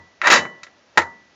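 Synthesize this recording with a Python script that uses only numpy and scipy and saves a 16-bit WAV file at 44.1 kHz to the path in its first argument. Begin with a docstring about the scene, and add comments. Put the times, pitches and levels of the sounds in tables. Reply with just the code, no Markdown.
"""First comes the fading ring of steel from a snap just past, over a faint workshop hiss.
A magneto (a small spark generator) is being turned by hand on a bench, close to a small microphone.
Its spring coupling scrapes and clatters round, ticks twice, then snaps home. Each blow makes the
housing clank and the steel ring on; heavy jolts make the bench boom.
The loudest blows overload the microphone."""
import sys
import numpy as np
from scipy import signal
from scipy.fft import rfft, irfft
from scipy.io import wavfile

SR = 44100
rng = np.random.default_rng(int(sys.argv[2]) if len(sys.argv) > 2 else 0)


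def generate_wav(sig):
    """Save sig (samples, or channels by samples) to the path in sys.argv[1] as 16-bit PCM at SR."""
    pcm = np.round(np.clip(np.atleast_2d(sig).T, -1, 1) * 32767).astype(np.int16)
    wavfile.write(sys.argv[1], SR, pcm)


N = 59535


def amp(db):
    """Turns decibels into a number to multiply by."""
    return 10 ** (np.asarray(db) / 20)


def unit(x):
    """Scales a sound to an average power of 1."""
    return x / np.sqrt(np.mean(x ** 2) + 1e-20)


def read(points, hz):
    """Reads between the rows of a table, spacing frequencies by octaves."""
    f, value = np.transpose(points)
    return np.interp(np.log(hz + 1), np.log(f + 1), value)


def add(mix, s, sound):
    """Mixes in a sound starting at s seconds, perhaps before zero."""
    at = round(s * SR)
    sound = sound[max(-at, 0):]
    part = mix[max(at, 0):][:len(sound)]
    part += sound[:len(part)]


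def colour(x, curve, size=4096):
    """Turns each frequency up or down by curve(hz) dB, with no ringing ahead of the sound."""
    log_gain = np.log(amp(curve(abs(np.fft.fftfreq(size, 1 / SR)))))
    taps = np.fft.ifft(np.exp(np.conj(signal.hilbert(log_gain)))).real
    return signal.fftconvolve(x, taps[:size // 2])[:len(x)]


def tilt(hz, bass_db, treble_db, bass_hz=850, treble_hz=3000):
    """Bass and treble knobs: the change in dB at each frequency."""
    return bass_db / (1 + (hz / bass_hz) ** 4) + treble_db * (1 - 1 / (1 + (hz / treble_hz) ** 4))


# Tone of the hiss: f/Hz, relative level/dB
HISS = [(25, -7.5), (60, 1), (90, 2), (140, -6), (220, -1.5), (630, -4), (1000, -6.5), (1600, -7),
        (3000, -11.5), (6000, -14.5), (7200, -22), (9000, -36.5), (12000, -47)]
def hiss(level_db=-57.5):
    """Faint, steady noise fills the workshop."""
    hz = np.fft.rfftfreq(N, 1 / SR)
    spectrum = rfft(rng.standard_normal(N)) * amp(read(HISS, hz))
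    return amp(level_db) * unit(irfft(spectrum, N))


# How long the room echoes: f/Hz, t60/s (the time to fade by 60 dB)
ROOM = [(100, 0.77), (400, 0.38), (1200, .33), (2500, 0.098), (7000, .25)]
def room_tail(t, rise_s=.015):
    """Echoes off the walls blur together, each frequency fading at its own speed."""
    hz, at, spectrum = signal.stft(rng.standard_normal(len(t)), SR, nperseg=256)
    fade = amp(-60 * at / read(ROOM, hz)[:, None])
    tail = signal.istft(spectrum * fade, SR, nperseg=256)[1][:len(t)]
    return tail * (1 - np.exp(-t / rise_s))


# Booms of the bench: t/s, level/dB
BOOMS = [(-.09, -15.5), (0.311, -33.5), (.375, -26.5), (0.987, -22)]
def bench(hz=88, t60=.21, rise_s=.025):
    """After a heavy jolt, the bench's low note swells and fades."""
    out, t = np.zeros(N), np.arange(SR // 2) / SR
    boom = amp(-60 * t / t60) * (1 - np.exp(-t / rise_s)) * np.sin(2 * np.pi * hz * t)
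    for s, db in BOOMS:
        add(out, s, amp(db) * boom)
    return out


# Long notes of the steel: f/Hz, t60/s, level in a clack/dB, level in a snap/dB
STEEL = [(930.5, 0.33, -38.5, -23), (1080, 0.52, -34.5, -43.5), (1250, .4, -39.5, -54),
         (1745, 0.47, -40, -40), (1740, 0.38, -26.5, -47.5), (1967.8, 0.56, -23, -28.5),
         (2991.4, 0.37, -27, -56), (3881, .22, -34, -64), (4027, .24, -32.5, -44)]
def steel(rise_s=.006):
    """Every blow in CLACKS and SNAPS (below) feeds energy to the steel, which rings on cleanly."""
    out, now = np.zeros(N), np.arange(N) / SR
    for hz, t60, clack_db, snap_db in STEEL:
        energy = np.zeros(N)
        fade = amp(-60 * now / t60) * (1 - np.exp(-now / rise_s))
        for rows, note_db in ((CLACKS, clack_db), (SNAPS, snap_db)):
            for s, db, _, _, steel_db, _ in rows:
                add(energy, s, (amp(db + steel_db + note_db) * fade) ** 2)
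        out += np.sqrt(energy) * np.sin(2 * np.pi * hz * now)
    return out


# Short notes of the housing: f/Hz, t60/s, level in a clack/dB, level in a snap/dB
HOUSING = [(215, 0.15, -34, -24), (346.4, 0.11, -24.5, -14.5), (500, 0.15, -28, -18.5),
           (639.4, .06, -23, -6.5), (729, .06, -21, -10.5), (853, 0.063, -25.5, -3.5),
           (1017, 0.067, -21, -12.5), (1143, .055, -19.5, -8), (1328, 0.12, -11, -17.5),
           (1344, 0.065, -11, -2), (1386, 0.042, -15, -9.5), (1578, 0.023, -19, -11),
           (1662.3, 0.072, -6.5, -15.5), (1842, 0.076, -12.5, -2), (1958, 0.033, -1, -5.5),
           (2094, 0.045, -12.5, -13), (2645, 0.055, -11, -33), (3871, 0.056, -13, -21),
           (4810, .06, -19.5, -25), (7360, .1, -29, -19)]
def housing(t, snap=False, bass_db=0, treble_db=0):
    """The struck housing rings briefly at its clearest notes; a snap favours the low ones."""
    ring = np.zeros(len(t))
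    for hz, t60, clack_db, snap_db in HOUSING:
        db = (snap_db if snap else clack_db) + tilt(hz, bass_db, treble_db)
        phase = rng.uniform(0, 2 * np.pi)
        ring += amp(db - 60 * t / t60) * np.cos(2 * np.pi * hz * t + phase)
    return amp(-8) * ring


# Tone the housing gives to a blow: f/Hz, relative level/dB
CLANK = [(30, -48.5), (90, -27), (170, -9.5), (260, -10), (450, -7), (900, -2), (1400, -2), (1950, 2.5),
         (2350, -5), (3100, -13.5), (3900, -12), (4500, -15), (5200, -16.5), (7200, -17.5), (9000, -15.5)]
def clank(t, snap=False, bass_db=0, treble_db=0, housing_db=0, crack_t60=.014, body_t60=.074):
    """Metal hits metal: a sharp crack, a short noisy ring from the housing, and the room's echo."""
    crack = amp(-14.5 - 60 * t / crack_t60)
    body = amp(housing_db - 6.5 - 60 * t / body_t60)
    strike = rng.choice([-1., 1.], len(t)) * (crack + body)
    echo = amp(housing_db + (-24 if snap else -25)) * room_tail(t)
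    average_gain = np.sqrt(np.mean(amp(read(CLANK, np.arange(SR // 2))) ** 2))
    return colour(strike + echo, lambda hz: read(CLANK, hz) + tilt(hz, bass_db, treble_db)) / average_gain


# Rubbing as the shaft turns: t/s, level/dB, bass/dB, treble/dB
SCRAPE = [(0.201, -62.5, 2, -3), (.214, -52, 17, -17), (0.221, -26.5, 0, -21), (0.244, -20, -8.5, -10),
          (.275, -5, -12, -6), (0.289, -18, 7, -3), (.325, -8.5, 1.5, 5), (0.358, -14.5, 5, 10.5),
          (0.388, -28.5, 11.5, 8.5), (0.461, -47, 19, -8), (.52, -55.5, 17.5, -31.5), (.6, -60, 13.5, -8),
          (0.899, -80, 16, -16), (0.97, -47, 12, 8)]
def scrape(slips_per_s=1500, spread_db=3.5):
    """Tiny slips of metal on metal shake the housing: brighter under load, duller as parts settle."""
    at, level_db, bass_db, treble_db = np.transpose(SCRAPE)
    now, t = np.arange(N) / SR, np.arange(SR // 2) / SR
    hz = np.fft.rfftfreq(N, 1 / SR)
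    slips = (rng.random(N) < slips_per_s / SR) * rng.choice([-1., 1.], N)
    strength = amp(spread_db * np.minimum(rng.exponential(1, N), 3))
    slips = unit(slips * strength)
    bass = irfft(rfft(slips) * tilt(hz, 1, 0) ** 2, N)
    treble = irfft(rfft(slips) * tilt(hz, 0, 1), N)
    slips += bass * (amp(np.interp(now, at, bass_db)) - 1)
    slips += treble * (amp(np.interp(now, at, treble_db)) - 1)
    slips *= amp(np.interp(now, at, level_db)) * (now > at[0]) * (now < at[-1])
    ring = clank(t) + housing(t)  # every slip sets off a small copy of this
    return signal.fftconvolve(slips, ring / np.linalg.norm(ring))[:N]


# Clacks and ticks of the coupling: t/s, level/dB, bass/dB, treble/dB, steel ring/dB, housing ring/dB
# The last four columns are added to the blow's level.
CLACKS = [(.2163, -1, -33, -10.5, -26, -9), (.2368, -8.5, -7, -13.5, -17, -12),
          (.2418, -14, -15, -13, -15.5, 4.5), (.26, -10.5, -14, -16, -14, -7), (.272, 4, -8, 0, -16, -5.5),
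          (.2797, 2, -4.5, -2, -13.5, -11), (.302, 3, -17.5, 1.5, -7.5, -3),
          (.3075, 4, -13.5, -2, -12.5, -4.5), (.313, -4.5, -3, 13, -8, 1), (.323, 1, -1.5, 6, -4, 2.5),
          (.338, -7.5, 3.5, 11, 4.5, 3), (.355, -11, -1, 6.5, -7, -3.5), (.3712, -1.5, -7, -22, -6, -1),
          (.4525, -22, 2.5, -16, -26, 1), (.6328, -29, -7, 10.5, -33, -1),
          (.6665, -40.5, -22, -7.5, 1.5, 8)]
# The spring snapping home and bouncing, in the same columns; the first snap falls before time zero.
SNAPS = [(-.16, -2.5, 1.5, -11, 1, 5.5), (.9744, 8.5, -1, -1.5, -9, -8), (.9795, 6, 2.5, -4.5, -10.5, -7.5),
         (1.003, -22, -2.5, 0.5, -17.5, 2.5), (1.018, -23.5, -3, -5, -24, 7)]
def coupling(rows, snap):
    """Each blow of the spring coupling makes a clank and sets the housing's notes ringing."""
    out, t = np.zeros(N), np.arange(SR // 2) / SR
    for s, db, bass_db, treble_db, _, housing_db in rows:
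        knock = clank(t, snap, bass_db, treble_db, housing_db)
        ring = amp(housing_db) * housing(t, snap, bass_db, treble_db)
        add(out, s, amp(db) * (knock + ring))
    return out


def scene():
    """The turning magneto in the quiet workshop, in one channel."""
    blows = coupling(CLACKS, snap=False) + coupling(SNAPS, snap=True)
    return (blows + steel() + scrape() + bench() + hiss())[None]


def record(dry, soft_limit=.75, hard_limit=.72, low_hz=120, high_hz=7323, leak_hz=8600, top_hz=16300):
    """A small microphone loses deep bass and high treble, and squashes, then clips, the loudest blows."""
    squashed = dry / (1 + abs(dry / soft_limit) ** 3) ** (1 / 3)
    thinned = signal.sosfilt(signal.butter(2, low_hz, "highpass", fs=SR, output="sos"), squashed)
    treble_cut = signal.firwin(151, high_hz, window=("kaiser", 6), fs=SR)
    treble_leak = amp(-25.5) * signal.firwin(151, leak_hz, window=("kaiser", 6), fs=SR)
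    dulled = signal.oaconvolve(thinned, (treble_cut + treble_leak)[None], "same")
    clipped = np.clip(dulled, -hard_limit, hard_limit)
    top_cut = signal.firwin(511, top_hz, window=("kaiser", 9), fs=SR)  # trims the fizz of clipping
    return signal.oaconvolve(clipped, top_cut[None], "same")


dry = scene()
out = record(dry)
generate_wav(out)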